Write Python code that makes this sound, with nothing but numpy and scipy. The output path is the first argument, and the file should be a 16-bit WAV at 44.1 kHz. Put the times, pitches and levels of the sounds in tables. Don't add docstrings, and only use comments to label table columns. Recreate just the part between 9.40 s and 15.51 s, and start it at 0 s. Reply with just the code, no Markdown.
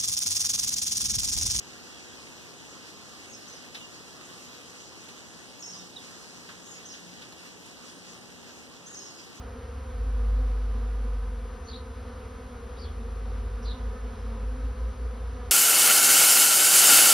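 import sys
import numpy as np
from scipy import signal
from scipy.fft import rfft, irfft, next_fast_len
from scipy.io import wavfile
from scipy.ndimage import uniform_filter1d

SR = 44100
rng = np.random.default_rng(int(sys.argv[2]) if len(sys.argv) > 2 else 0)


def transcribe(signal):
    frames = np.atleast_2d(signal).T
    limited = np.clip(frames, -1, 1)
    pcm = np.round(limited * 32767).astype(np.int16)
    wavfile.write(sys.argv[1], SR, pcm)


N = 269451

# (time [s], level [dB])
SWARM_LEVEL = [(0, -44), (0.499, -45), (0.998, -45), (1.5, -44.5), (1.901, -45.5), (2.4, -44.5),
               (2.9, -44.5), (3.302, -44.5), (3.8, -44.5), (4.3, -44), (4.8, -44), (5.3, -44.5),
               (5.799, -44.5), (6.11, -44)]
# (share of bees below [0-1], pitch [Hz], relative level [dB], lift of overtones from the fourth up [dB])
BEE_PITCHES = [(0, 174.3, -8.5, -5), (.15, 202.4, -2.5, -3.5), (.3, 223.8, 1, -2), (.55, 241.4, 1.45, -0.3),
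               (.75, 251.5, 1.5, 2), (.9, 259.6, -1.5, 0), (1.001, 277.3, -4, 0.5)]
# (overtone number [1 = the beat itself], level [dB])
WING_OVERTONES = [(1, 3), (2, 4.5), (3, -5.5), (4, -5.5), (5, -5), (6, -9), (8, -16.5), (11, -19.5),
                  (16, -21.5), (26, -26.5)]
# (frequency [Hz], relative level per Hz [dB])
HISS_COLOUR = [(250, -25), (600, -11.5), (1200, -1.5), (2500, -14.5), (4500, -20), (6300, -23.5),
               (9000, -20), (10500, -18), (12000, -26)]
# (time of the middle of the pass [s],
# half the crossing time [s], middle pitch [Hz], half the fall in pitch [Hz], peak level [dB],
# lift of overtones 5 to 7 [dB])
CLOSE_PASSES = [(0.2, .1, 249.6, 7.5, -55.5, -4), (0.82, .1, 237.6, 13.5, -47, 3),
                (0.98, .12, 246.4, 4, -49, 2), (1.1, .12, 247.4, 6.5, -47, -10),
                (1.399, .12, 232, 6, -50, 3), (1.5, .1, 244.5, 9, -56, 3), (2.2, .08, 244.7, 4, -56, -5),
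                (2.4, .12, 247, -10, -54, 9), (2.701, .08, 238.5, 9, -45, -6),
                (2.8, .15, 233, 3, -52.5, -2), (3.279, .1, 243.5, 4.5, -53.5, -8),
                (3.51, .15, 252, 6, -49, -6), (4.189, .12, 239.2, 8, -49.5, 9),
                (4.4, .1, 249.4, 7.5, -44.5, 1), (4.572, .055, 255, 3.5, -47.5, 16.5),
                (4.661, .1, 244.2, 12.5, -47.5, -7), (4.92, .12, 226, 8, -41.5, 1.5),
                (5.0, 0.088, 206.9, 8, -50, -4), (5.21, .13, 261, -11, -44, 1),
                (6.009, .13, 246, 5.5, -48, 5)]
# (time [s], length [s], first pitch [Hz],
# last pitch [Hz], level before the swell [dB], depth of the pitch rattle [Hz])
CHIRP_NOTES = [(2.232, 0.06, 5910, 6270, -64, 380), (2.266, 0.049, 4270, 4666, -50, 180),
               (2.277, 0.07, 3550, 3450, -58, 260), (2.306, 0.021, 4160, 4280, -50, 250),
               (2.32, 0.054, 3800, 3824, -47, 250), (2.345, 0.031, 4270, 4180, -53, 110),
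               (2.356, 0.039, 3700, 3550, -60, 280), (3.362, 0.03, 3750, 3850, -59, 150),
               (3.373, .075, 4700, 4570, -53.5, 250), (3.374, 0.07, 5120, 5050, -60, 178),
               (3.43, 0.025, 4500, 4160, -52, 260), (3.437, 0.038, 3390, 3170, -56, 250),
               (3.463, 0.031, 3300, 3420, -57, 250), (4.215, 0.05, 5550, 5410, -59.5, 400),
               (4.242, .045, 4450, 4880, -53, 130), (4.24, .055, 3430, 3610, -59, 240),
               (4.243, .035, 4040, 4120, -55, 150), (4.265, 0.054, 4030, 4010, -46.5, 190),
               (4.297, 0.042, 3780, 3770, -47, 290), (4.327, 0.038, 3700, 3590, -59, 358),
               (4.367, 0.037, 3700, 3750, -65, 340), (4.765, 0.041, 5070, 5320, -67, 10)]
# (time [s], pitch [Hz], level [dB])
STRONG_ENGINES = [
    [(0.0, 51.2, -44), (0.45, 50, -46.5), (0.6, 51.9, -27), (0.85, 51.7, -23), (0.94, 50.84, -21),
     (1.2, 50.5, -25.5), (1.5, 52.1, -26.5), (1.75, 49.27, -26.5), (2.05, 49.7, -33), (2.2, 47.5, -43),
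     (2.35, 50.9, -46)],
    [(3.45, 51.7, -37), (3.62, 51.7, -34), (3.94, 51.5, -29.5), (4.21, 50.2, -32), (4.48, 51.1, -33.5),
     (4.76, 51.74, -37.5), (5.03, 51.83, -28.5), (5.3, 53.4, -31), (5.57, 55.1, -33.5), (5.84, 56.8, -31),
     (6.11, 57.3, -37)],
    [(3.15, 75.4, -51), (3.3, 74.4, -51), (3.47, 77.4, -35), (3.6, 78, -43), (3.72, 79.3, -41),
     (3.85, 74.53, -52), (3.98, 69.5, -38.5), (4.15, 59.57, -39), (4.35, 55.16, -31), (4.61, 57.3, -37),
     (4.86, 55.67, -40), (5.11, 57.82, -40.5), (5.36, 59.2, -30.5), (5.61, 59.8, -33), (6.11, 63.2, -56)],
]
# (time [s], pitch [Hz], level [dB])
WEAK_ENGINES = [
    [(0.0, 65.6, -39.5), (0.19, 67.9, -41.5), (0.38, 66.7, -36), (0.56, 66.6, -38), (0.75, 67, -39),
     (0.94, 67.8, -46), (1.12, 67.2, -47), (1.31, 66.6, -43.1), (1.5, 65.6, -51.4)],
    [(0.0, 87, -53.0), (0.2, 88.3, -48.8), (0.39, 88.9, -51), (0.58, 88.2, -46.5), (0.78, 87.2, -48.5),
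     (0.98, 88.1, -42), (1.17, 86.6, -52), (1.36, 88.2, -44), (1.56, 85.7, -52), (1.76, 87.2, -51),
     (1.95, 87.5, -54)],
    [(0.7, 95, -59), (0.91, 97.0, -55.5), (1.12, 98.0, -58), (1.34, 99.4, -53), (1.55, 99.9, -61.4)],
    [(1.6, 68.8, -51.1), (1.79, 70.1, -39.5), (1.99, 69.2, -40.5), (2.18, 70.8, -42.5), (2.37, 70.4, -49),
     (2.56, 72.4, -48.9), (2.76, 70.4, -52), (2.95, 74.37, -60)],
    [(1.95, 61.1, -55), (2.14, 59.9, -47), (2.34, 60.5, -42), (2.53, 60.5, -39.5), (2.73, 60.7, -41),
     (2.92, 60.2, -41.5), (3.12, 60.3, -43.5), (3.31, 61.4, -39), (3.51, 60, -39), (3.7, 60.5, -52.6)],
    [(1.9, 81.6, -57), (2.1, 81.6, -52), (2.3, 81.08, -44), (2.5, 80.7, -47.5), (2.7, 80.2, -45),
     (2.9, 81.1, -46.3), (3.1, 79.6, -47), (3.3, 78.2, -49)],
    [(2.1, 42.4, -56.3), (2.29, 41.8, -54.2), (2.48, 39.5, -61), (2.66, 39.7, -52), (2.85, 41, -50),
     (3.04, 40.4, -52), (3.22, 41, -52), (3.41, 40.46, -51), (3.6, 41.1, -53.6)],
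    [(2.3, 50.7, -52), (2.49, 50.5, -46.2), (2.68, 49.2, -51), (2.88, 49.74, -50), (3.07, 50.3, -48),
     (3.26, 50.34, -51), (3.45, 51.25, -47)],
    [(2.45, 96, -55), (2.65, 97, -52.7), (2.85, 99, -49), (3.05, 100.8, -59.2), (3.25, 102, -58.5),
     (3.45, 102.5, -65)],
    [(3.65, 87.6, -53.7), (3.84, 88.5, -46), (4.04, 88, -45), (4.23, 88.2, -46), (4.43, 87.9, -47),
     (4.62, 87, -49), (4.82, 86.4, -43.5), (5.01, 86.9, -46), (5.21, 85.9, -48), (5.4, 85.5, -51)],
    [(5.4, 87.6, -55), (5.63, 87.4, -55.8), (5.87, 91, -47), (6.11, 89.4, -51)],
    [(3.8, 97.9, -52), (4.0, 98.5, -53), (4.2, 101.5, -54.0), (4.4, 101.2, -65)],
    [(3.6, 65.3, -51.6), (3.79, 68.3, -49), (3.97, 69, -47), (4.16, 67.8, -59), (4.34, 68, -55),
     (4.53, 68, -45), (4.71, 66.8, -48.2), (4.9, 66.0, -51.5)],
    [(4.9, 71.5, -48), (5.1, 69.7, -53), (5.3, 69.93, -42), (5.5, 70, -53)],
    [(4.0, 111, -62), (4.21, 114, -62.8), (4.42, 112, -57.1), (4.63, 113, -68), (4.84, 115.4, -54.5),
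     (5.05, 115.1, -57), (5.26, 117.5, -53), (5.47, 119.4, -53.5), (5.68, 120.7, -58), (5.89, 121.6, -56.2),
     (6.11, 123.7, -56)],
    [(4.9, 106.6, -63), (5.1, 107.2, -62), (5.3, 107, -53), (5.5, 109.3, -68)],
    [(5.3, 80.9, -61), (5.5, 79.9, -51), (5.7, 81.93, -52.8), (5.9, 81.7, -45), (6.11, 85, -49.1)],
    [(5.75, 71.6, -55.0), (5.92, 70.6, -54), (6.11, 71.8, -40)],
    [(5.3, 43.0, -55.7), (5.5, 42.61, -59.2), (5.7, 41, -59), (5.9, 41.5, -53.5), (6.11, 40.3, -58.3)],
]
# (frequency [Hz], relative level per Hz [dB])
RUMBLE_COLOUR = [(20, -13.5), (33, -5.5), (50, -6.5), (75, 1.5), (100, -2.5), (130, -10.5), (170, -11.5),
                 (330, -18.5), (700, -48)]
# (frequency [Hz], gain [dB])
MIDDLE_COLOUR = [(20, -1.5), (6300, -0.5), (6800, -15), (7050, -46), (8300, -51.5), (8500, -19.5),
                 (9200, -2.5), (12000, -1.5)]
# (frequency [Hz], gain [dB])
ACROSS_COLOUR = [(90, -71), (140, -28), (220, -24), (460, -11.5), (700, -8), (1500, -8), (2800, -9),
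                 (3600, -19.5), (4400, -9.5), (5100, -30), (5400, -47), (5700, -12.5), (6100, 2), (8900, 3),
                 (9800, -11.5), (10300, -25.5), (11200, -33.5), (11600, -50.5)]

DRIFT_HZ = 6.0
NEAR_SPREAD_DB = 3.5
HISS_DB, RUMBLE_DB = -55.5, -49
CLOSE_BASS_DB = 11
RATTLE_HZ = 341.4
WOBBLE_HZ = 65
RASP = 0.55
ECHO_S = 0.27
EDGE_HZ = 11950


def swarm(count=58):
    share, hz, db, treble_db = np.transpose(BEE_PITCHES)
    rank = (np.arange(count)[:, None] + rng.random((count, 1))) / count
    pitch = np.interp(rank, share, hz) + DRIFT_HZ * wander(top_hz=7, count=count)
    near_db = np.interp(rank, share, db) + NEAR_SPREAD_DB * wander(top_hz=8, count=count)
    near = gain_of(near_db)
    position = wander(top_hz=1.583, count=count)
    bee_treble_db = np.interp(rank, share, treble_db)[:, None]
    wings = stroke(count=count, treble_db=bee_treble_db)

    at = np.arange(N) * 200 / SR
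    grid = np.arange(pitch.shape[1])
    crowd = np.zeros((2, N))
    for b in range(count):
        bee = beat(wings[b], np.interp(at, grid, pitch[b]))
        bee = bee * np.interp(at, grid, near[b])
        crowd += [bee, bee * np.interp(at, grid, position[b])]

    loudness = uniform_filter1d(crowd[0] ** 2, SR // 3) ** .5
    level = gain_of(np.interp(np.arange(N) / SR, *np.transpose(SWARM_LEVEL)))
    hiss = gain_of(HISS_DB) * evened(coloured(rng.standard_normal((2, N)), HISS_COLOUR))
    return level * crowd / loudness + hiss


def stroke(count, bass_db=0, lift_db=0, treble_db=0):
    number, db = np.transpose(WING_OVERTONES)
    k = np.arange(1, 27)[:, None]
    turn = np.arange(1024) / 1024
    height_db = np.interp(np.log(k), np.log(number), db)
    height_db = height_db + bass_db * (k == 1) + lift_db * ((k > 4) & (k < 8)) + treble_db * (k > 3)
    phase = rng.random((count, len(k), 1))
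    overtones = gain_of(height_db) * np.sin(2 * np.pi * (k * turn + phase))
    return evened(overtones.sum(1))


def beat(wing, hz):
    turns = np.cumsum(hz) / SR
    return wing[(turns * len(wing)).astype(int) % len(wing)]


def passes():
    out = np.zeros((2, N))
    for s, half, hz, half_fall_hz, db, lift_db in CLOSE_PASSES:
        u = np.linspace(-1, 1, round(2 * half * SR))
        wing = stroke(1, CLOSE_BASS_DB, lift_db)[0]
        swell = np.cos(np.pi * u / 2) ** 2
        bee = gain_of(db) * swell * beat(wing, hz - half_fall_hz * u)
        direction = rng.choice([-1, 1])
        add(out, s - half, np.array([bee, direction * 1.1 * u * bee]))
    return out


def sparrow():
    dry = np.zeros(N)
    for s, length, first_hz, last_hz, db, depth_hz in CHIRP_NOTES:
        hz = np.linspace(first_hz, last_hz, round(length * SR))
        uneven, lumpy = (evened(uniform_filter1d(rng.standard_normal(len(hz)), 120)) for _ in range(2))
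        rattle = 2 * np.pi * np.cumsum(RATTLE_HZ * (1 + 0.15 * uneven)) / SR
        moving_hz = hz + WOBBLE_HZ * uneven + depth_hz * np.sin(rattle)
        tone = np.sin(2 * np.pi * np.cumsum(moving_hz) / SR)
        tone *= (1 + 0.34 * np.cos(rattle)) * gain_of(1.6 * lumpy)
        breath = evened(np.convolve(rng.standard_normal(len(hz)), np.hanning(100), "same"))
        rasp = RASP * min(depth_hz / RATTLE_HZ, 1) ** .5
        tone *= 1 + rasp * breath
        u = np.linspace(0, 1, len(hz))
        swell = np.sin(np.pi * u ** 1.2) ** 0.8
        add(dry, s, gain_of(db) * evened(tone) * swell)

    t = np.arange(SR // 2) / SR
    echoes = rng.standard_normal((2, len(t))) * gain_of(-60 * t / ECHO_S)
    echoes = echoes / np.linalg.norm(echoes[0])
    wet = signal.fftconvolve(dry[None], echoes, axes=1)[:, :N]
    middle = dry + gain_of(-5.5) * wet[0]
    return np.array([middle, gain_of(5.5) * wet[1]])


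def traffic():
    out = gain_of(RUMBLE_DB) * evened(coloured(rng.standard_normal(N), RUMBLE_COLOUR))
    for rows in STRONG_ENGINES + WEAK_ENGINES:
        s, (hz, db) = unroll(rows)
        t = s + np.arange(len(hz)) / SR
        rise = np.minimum((t - s) / .1, 1) if s > .05 else 1
        fall = np.minimum((t[-1] - t) / .1, 1) if t[-1] < 6 else 1
        tone = np.sqrt(2) * np.cos(2 * np.pi * np.cumsum(hz) / SR)
        add(out, s, gain_of(db) * rise * fall * tone)
    return out


def gain_of(db):
    return 10 ** (np.asarray(db) / 20)


def evened(x):
    return x / np.sqrt(np.mean(x ** 2) + 1e-20)


def add(mix, s, sound):
    part = mix[..., round(s * SR):][..., :sound.shape[-1]]
    part += sound[..., :part.shape[-1]]


def coloured(x, points):
    f, db = np.transpose(points)
    size = next_fast_len(N + 8192)
    wide = np.pad(x, [(0, 0)] * (x.ndim - 1) + [(4096, size - N - 4096)], "reflect")
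    hz = np.fft.rfftfreq(size, 1 / SR)
    gain = gain_of(np.interp(np.log(hz + 1), np.log(f + 1), db))
    return irfft(rfft(wide) * gain, size)[..., 4096:4096 + N]


def wander(top_hz, count):
    t = np.arange(N * 200 // SR + 2) / 200
    hz = np.geomspace(.2, top_hz, 16)[:, None]
    phase = rng.random((count, len(hz), 1))
    waves = np.sin(2 * np.pi * (hz * t + phase)) / np.sqrt(hz)
    return evened(waves.sum(1))


def unroll(rows):
    s, *columns = np.transpose(rows)
    t = np.arange(s[0], s[-1], 1 / SR)
    return s[0], [np.interp(t, s, c) for c in columns]


def scene():
    middle, across = swarm() + passes() + sparrow()
    middle = coloured(middle + traffic(), MIDDLE_COLOUR)
    across = coloured(across, ACROSS_COLOUR)
    return np.array([middle + across, middle - across])


def record(dry):
    padded = np.pad(dry, ((0, 0), (255, 255)), "reflect")
    lowpass = signal.firwin(511, EDGE_HZ, window=("kaiser", 9), fs=SR)
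    return signal.oaconvolve(padded, lowpass[None], "valid")


dry = scene()
out = record(dry)
transcribe(out)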